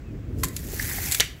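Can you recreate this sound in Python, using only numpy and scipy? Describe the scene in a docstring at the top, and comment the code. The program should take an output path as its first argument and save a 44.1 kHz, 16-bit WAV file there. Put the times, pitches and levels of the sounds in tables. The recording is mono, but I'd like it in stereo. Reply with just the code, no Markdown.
"""Retracting steel tape measure

A steel tape is unhooked from a board and runs back into its plastic case, close by on a roofed patio.
Friction noise and a case resonance make the blade's hiss; noise bursts through blade resonances tick.
Bursts through case resonances give the spool's knocks and the hook's slam, with a thud and a crack.
Decaying noise forms the brief patio echo; shaped noise forms the outdoor rumble and faint hiss.
A swept tone makes one far bird chirp near the start."""
import sys
import numpy as np
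from scipy import signal
from scipy.fft import rfft, irfft, next_fast_len
from scipy.io import wavfile
from scipy.ndimage import uniform_filter1d, map_coordinates

SR = 44100
rng = np.random.default_rng(int(sys.argv[2]) if len(sys.argv) > 2 else 0)


def log_audio(samples):
    """Write samples as a 16-bit WAV file to the path given in sys.argv[1]."""
    # one column per channel
    frames = np.atleast_2d(samples).T
    # limit to full scale, then quantise
    limited = np.clip(frames, -1, 1)
    pcm = np.round(limited * 32767).astype(np.int16)
    wavfile.write(sys.argv[1], SR, pcm)


N = 61739

# Outdoor rumble over time [t/s, level/dB]
RUMBLE_LEVELS = [(0, -39.5), (.12, -34), (.21, -36), (.31, -31.5), (.45, -29.5), (.6, -31.5), (.78, -32),
                 (1.09, -32.5), (1.14, -42), (1.2, -36), (1.24, -38), (1.3, -42.5), (1.4, -45.5)]
# Relative rumble spectrum [f/Hz, level/dB]
RUMBLE_SPECTRUM = [(20, -42), (33, -8), (48, -2), (65, -1), (120, -5), (200, -14), (260, -11), (400, -18),
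                   (630, -29), (1200, -59.5), ]
# Left-right correlation of the rumble [f/Hz, correlation/1]
RUMBLE_CORRELATION = [(40, 0.99), (130, 0.97), (290, 0.94), (800, .2)]
# Relative spectrum of the faint steady hiss [f/Hz, level/dB]
AIR_SPECTRUM = [(600, -4.5), (900, -5), (1800, -6.5), (2600, -10), (3800, -18), (8000, -22), (9500, -48),
                (11000, -28.5), (15700, -29)]
# Blade sliding through the mouth [t/s, level/dB, left-right difference/dB, resonance over hiss/dB]
SLIDE_MOTION = [(.33, -89, 8, -26), (.39, -45, 3, -20), (.425, -45, 4.5, -20), (.5, -52, -3.5, -26),
                (.6, -40, -1, -14), (.69, -40, -0.5, -10.5), (.72, -35.5, -4, -12.5),
                (.79, -32.5, -5.5, -12), (.84, -28, -8.5, -11.5), (1.0, -29.5, -8, -9.5),
                (1.11, -27, -8, -9.5), (1.142, -25, -2.5, -15), (1.165, -27, 1, -20), (1.176, -30, -6, -13),
                (1.197, -29.5, -2, -13), (1.205, -57, 2, -20)]
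# Relative spectrum of the sliding hiss [f/Hz, level/dB]
HISS_SPECTRUM = [(290, -52), (500, -20), (771, -10.5), (1210, -17), (1970, -10.5), (3600, -11.5),
                 (7310, -5.5), (9340, -10.5), (11300, -4.5), (15700, -6.5)]
# Pitch of the case resonance [t/s, f/Hz]
MOUTH_PITCH = [(.93, 1850), (1.03, 2000), (1.12, 2248)]
# Delay of the left port behind the right [t/s, lag/ms]
LEFT_LAG = [(.4, -0.41), (.56, 0), (.72, 0.484)]
# Blows on the case [t/s, peak level of each path/dB, left-right difference/dB, colour centre f/Hz,
#                    colour width/Hz, decay constant of the burst/s]
CASE_BLOWS = [(.4327, -14.5, -0.5, 1760, 1400, 0.0053), (0.4336, -23.5, 3.5, 1045, 202, 0.0018),
              (0.733, -30.5, -10, 453, 600, 0.0066), (0.7948, -16.5, -4.5, 1852, 300, 0.0028),
              (0.7949, -26, -14, 5030, 1200, 0.0004), (0.911, -22.5, -3, 1740, 900, 0.0043),
              (0.919, -22.5, -11, 1985, 500, 0.0025), (.983, -19.5, -7, 1910, 450, 0.0025),
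              (.984, -33, -8, 838, 300, 0.0011), (1.1992, -3.5, 7, 3020, 1200, 0.0016),
              (1.2044, 1, -4, 3720, 7200, 0.0038), (1.208, -11.5, 4, 2240, 1300, 0.014)]
# Case resonances [f/Hz, width/Hz, level/dB]
CASE_MODES = [(398, 196, 6), (786, 120, 2), (1032, 88, -4), (1370, 276, -4.5), (1894, 250, -2),
              (2188, 285, -4), (3070, 1020, -5), (4510, 410, -2), (5760, 420, -3), (6910, 540, 1.5),
              (7430, 3100, -7)]
# Blade against mouth and board [t/s, peak level of each path/dB, t60 of the burst/s, colour centre f/Hz]
BLADE_TICKS = [(0.4346, -12.5, 0.023, 7400), (0.4364, -10, 0.031, 11300), (0.4439, -13, 0.032, 7000),
               (0.4526, -19, 0.022, 7900), (0.4695, -35, 0.015, 8500), (0.4849, -21, 0.023, 12400),
               (0.5652, -17, 0.039, 7000), (.592, -29.5, 0.028, 8400), (0.6437, -36, 0.046, 13000),
               (1.1133, -14, 0.037, 9100), (1.1206, -7, 0.057, 7100), (1.147, -7.5, 0.032, 5330)]
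# Blade resonances [f/Hz, width/Hz, level/dB]
BLADE_MODES = [(1745, 540, 0.5), (4190, 1500, -4), (7060, 610, -1), (7850, 450, -0.5), (11160, 3700, -4),
               (15300, 2600, -8.5)]
# Reverberation time of roof and slab [f/Hz, t60/s]
PATIO_T60 = [(700, 0.35), (2500, 0.41), (6000, 0.28), (14000, 0.26)]

RUMBLE_LEAD_MS, AIR_DB = 0.28, -53.5  # the rumble reaches the left port first
CHIRP_S, CHIRP_LENGTH_S, CHIRP_DB = 0.08, 0.033, -58.5
CHIRP_HZ, CHIRP_FALL_HZ = 2570, 97.3  # centre pitch; fall in each CHIRP_LENGTH_S
GRIT_DB, PATCHY_DB = 2, 1.5  # fast unevenness of the scrape; its patchy colour
MOUTH_WIDTH_HZ = 780
MOUTH_PAN = 0.067  # share of the hiss's left-right swing
SHARED_POWER = 0.25  # power share of the path common to both ports
THUD_HZ, THUD_DB, THUD_DECAY_S = 473, -20.5, 0.0038
CRACK_DB, CRACK_DECAY_S = -6, 0.0035
PATIO_DB, PATIO_DELAY_S = -12.5, 0.006
CLIP_TOP, CLIP_HARD = 0.74, 6  # ceiling in full scale; sharpness of the knee
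EDGE_HZ, EDGE_DB, TOP_HZ = 15750, -32, 16950  # weak band from edge to top


def amp(db):
    """A level in decibels defines an amplitude ratio."""
    return 10 ** (np.asarray(db) / 20)


def unit(x):
    """Division by the root mean square leaves unit rms."""
    return x / np.sqrt(np.mean(x ** 2) + 1e-20)


def along(points, hz):
    """A spectrum is interpolated on a logarithmic frequency axis."""
    f, value = np.transpose(points)
    return np.interp(np.log(hz + 1), np.log(f + 1), value)


def curves(rows):
    """Linear interpolation gives each column after the time one value per sample."""
    s, *columns = np.transpose(rows)
    return [np.interp(np.arange(N) / SR, s, column) for column in columns]


def wobble(rate):
    """Spline interpolation of random knots, rate per second, gives a smooth fluctuation."""
    knots = rng.standard_normal(int(N * rate / SR) + 4)
    return map_coordinates(knots, [np.arange(N) * rate / SR])


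def filtered(x, response):
    """A linear filter multiplies the spectrum by its frequency response."""
    n = x.shape[-1]
    padded = next_fast_len(n + 4096)
    spectrum = rfft(x, padded) * response(np.fft.rfftfreq(padded, 1 / SR))
    return irfft(spectrum, padded)[..., :n]


def ringing(modes):
    """Modal superposition: a body responds as a sum of damped resonances, here of alternating sign."""
    def response(f):
        total = 0
        for k, (centre, width, db) in enumerate(modes):
            damping = 1j * f * width
            total = total + (-1) ** k * amp(db) * damping / (centre * centre - f * f + damping)
        return total
    return response


def rush(spectrum, correlation):
    """Independent mid and side noises set the interaural correlation by their power ratio."""
    def mid_side(hz):
        angle = np.arccos(np.clip(along(correlation, hz), -1, 1)) / 2
        return amp(along(spectrum, hz)) * np.array([np.cos(angle), np.sin(angle)])
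    mid, side = filtered(rng.standard_normal((2, N)), mid_side)
    return unit(np.array([mid + side, mid - side]))


def panned(pair, pan_db):
    """Intensity panning: the left-right level difference is split evenly between the ports."""
    return pair * amp(np.array([pan_db, -pan_db]) / 2)


def blended(shared, own):
    """Incoherent addition: power shares weight the common path and each port's own path."""
    return np.sqrt(SHARED_POWER) * shared + np.sqrt(1 - SHARED_POWER) * own


def heard(trio):
    """Time-of-arrival difference: the shared path reaches the nearer port first."""
    half_lag = curves(LEFT_LAG)[0] * SR / 2000  # ms to half the lag in samples
    n = np.arange(N)
    shared = [map_coordinates(trio[0], [n + side * half_lag]) for side in (-1, 1)]
    return blended(np.array(shared), trio[1:])


def one(s, burst, db, pan_db):
    """Time-of-arrival difference for a single impact, with its lag fixed at the moment of the hit."""
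    trio = np.zeros((3, N))
    at = round(s * SR)
    peak = np.abs(burst).max(1, keepdims=True)
    trio[:, at:at + burst.shape[1]] = amp(db) * burst / peak
    half_lag = np.interp(s, *np.transpose(LEFT_LAG)) * SR / 2000
    shared = [np.roll(trio[0], round(side * half_lag)) for side in (1, -1)]
    return panned(blended(np.array(shared), trio[1:]), np.array([pan_db]))


def rumble():
    """Band-shaped random noise with a fluctuating level forms a lumpy far rumble, left first."""
    level_db = curves(RUMBLE_LEVELS)[0] + 1.98 * wobble(15.66)
    pair = amp(level_db) * rush(RUMBLE_SPECTRUM, RUMBLE_CORRELATION)
    pair[1] = np.roll(pair[1], round(RUMBLE_LEAD_MS * SR / 1000))
    return pair


def air():
    """Stationary noise, nearly uncorrelated between the ports, forms the faint hiss."""
    return amp(AIR_DB) * rush(AIR_SPECTRUM, [(1000, 0.061), (8000, 0.05)])


def chirp():
    """Frequency modulation: a bird's tone falls in pitch under a Gaussian envelope."""
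    u = (np.arange(N) / SR - CHIRP_S) / CHIRP_LENGTH_S
    phase = 2 * np.pi * np.cumsum(CHIRP_HZ - CHIRP_FALL_HZ * u) / SR
    return amp(CHIRP_DB) * np.exp(-u ** 2) * np.sin(phase)


def patchy(x):
    """Short-time spectral gain: random patches of time and frequency shift the scrape's colour."""
    z = signal.stft(x, nperseg=256)[2]
    field = rng.standard_normal(z.shape[1:])
    field = uniform_filter1d(field, size=8, axis=0)
    field = uniform_filter1d(field, size=6, axis=1)
    return signal.istft(z * amp(PATCHY_DB * unit(field)), nperseg=256)[1][:, :N]


def mouth_resonance(excess_db):
    """Amplitude modulation of a carrier by slow noise gives a resonance that climbs as the spool fills."""
    noise = rng.standard_normal((2, 3, N))
    slow = unit(filtered(noise, lambda hz: 1 / (1 + (2 * hz / MOUTH_WIDTH_HZ) ** 2)))
    phase = 2 * np.pi * np.cumsum(curves(MOUTH_PITCH)[0]) / SR
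    carrier = slow[0] * np.cos(phase) + slow[1] * np.sin(phase)
    return carrier * amp(excess_db + 1.9 * wobble(51.4))


def slide():
    """Friction: the gritty blade radiates broadband noise and excites the case resonance."""
    level_db, pan_db, mouth_db = curves(SLIDE_MOTION)
    grit = amp(GRIT_DB * wobble(400) + 1.2 * wobble(40)) * rng.standard_normal((3, N))
    hiss = unit(filtered(patchy(grit), lambda hz: amp(along(HISS_SPECTRUM, hz))))
    mouth = mouth_resonance(mouth_db)
    return amp(level_db) * (panned(heard(hiss), pan_db) + panned(heard(mouth), MOUTH_PAN * pan_db))


def blows():
    """Impact excitation: short coloured pushes set the modes of the case ringing."""
    t = np.arange(SR // 12) / SR
    out = np.zeros((2, N))
    for s, db, pan_db, hz, width_hz, decay_s in CASE_BLOWS:
        push = np.exp(-t / decay_s) * rng.standard_normal((3, len(t)))
        push[:, 0] = 5  # sharp first contact
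        colour, case = ringing([(hz, width_hz, 0)]), ringing(CASE_MODES)
        out += one(s, filtered(push, lambda f: colour(f) ** 2 * case(f)), db, pan_db)
    return out


def slam():
    """Impact of the hook: the whole case jumps as a damped sine and the blade rattles in its modes."""
    t = np.arange(SR // 12) / SR
    out = np.zeros((2, N))
    for s, *_ in CASE_BLOWS[-3:-1]:
        at = round(s * SR)
        thud = amp(THUD_DB) * np.exp(-t / THUD_DECAY_S) * np.sin(2 * np.pi * THUD_HZ * t)
        out[:, at:at + len(t)] += thud
        rattle = np.exp(-t / CRACK_DECAY_S) * rng.standard_normal((3, len(t)))
        out += one(s, filtered(rattle, ringing(BLADE_MODES)), CRACK_DB, 0)
    return out


def ticks():
    """Impact excitation: dying noise bursts ring the blade's modes, panned to where the blade slides."""
    t = np.arange(SR // 12) / SR
    pan_db = curves(SLIDE_MOTION)[1]
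    out = np.zeros((2, N))
    for s, db, t60, hz in BLADE_TICKS:
        burst = amp(-60 * t / t60) * rng.standard_normal((3, len(t)))
        burst[:, 0] = 4  # sharp first contact
        colour, blade = ringing([(hz, 1.8 * hz, 0)]), ringing(BLADE_MODES)
        out += one(s, filtered(burst, lambda f: colour(f) * blade(f)), db, pan_db[round(s * SR)])
    return out


def patio(x):
    """Reverberation: roof and slab return a tail in which each frequency decays at its own rate."""
    hz, t, z = signal.stft(rng.standard_normal((2, SR // 2)), SR, nperseg=256)
    decay = amp(-60 * t / along(PATIO_T60, hz)[:, None])
    tail = signal.istft(z * decay, SR, nperseg=256)[1]
    late = np.pad(x, ((0, 0), (round(PATIO_DELAY_S * SR), 0)))
    return signal.fftconvolve(late, tail / np.linalg.norm(tail[0]), axes=1)[:, :N]


def scene():
    """Superposition: outdoor sound, tape sound and its reverberation add linearly."""
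    outdoors = rumble() + air() + chirp()
    tape = slide() + blows() + slam() + ticks()
    return outdoors + tape + amp(PATIO_DB) * patio(tape)


def record(dry):
    """Saturation and band limiting: peaks round off, the top of the band is weak, nothing lies above."""
    soft = dry / (1 + np.abs(dry / CLIP_TOP) ** CLIP_HARD) ** (1 / CLIP_HARD)
    return filtered(soft, lambda hz: np.where(hz < EDGE_HZ, 1, amp(EDGE_DB)) * (hz < TOP_HZ))


dry = scene()
out = record(dry)
log_audio(out)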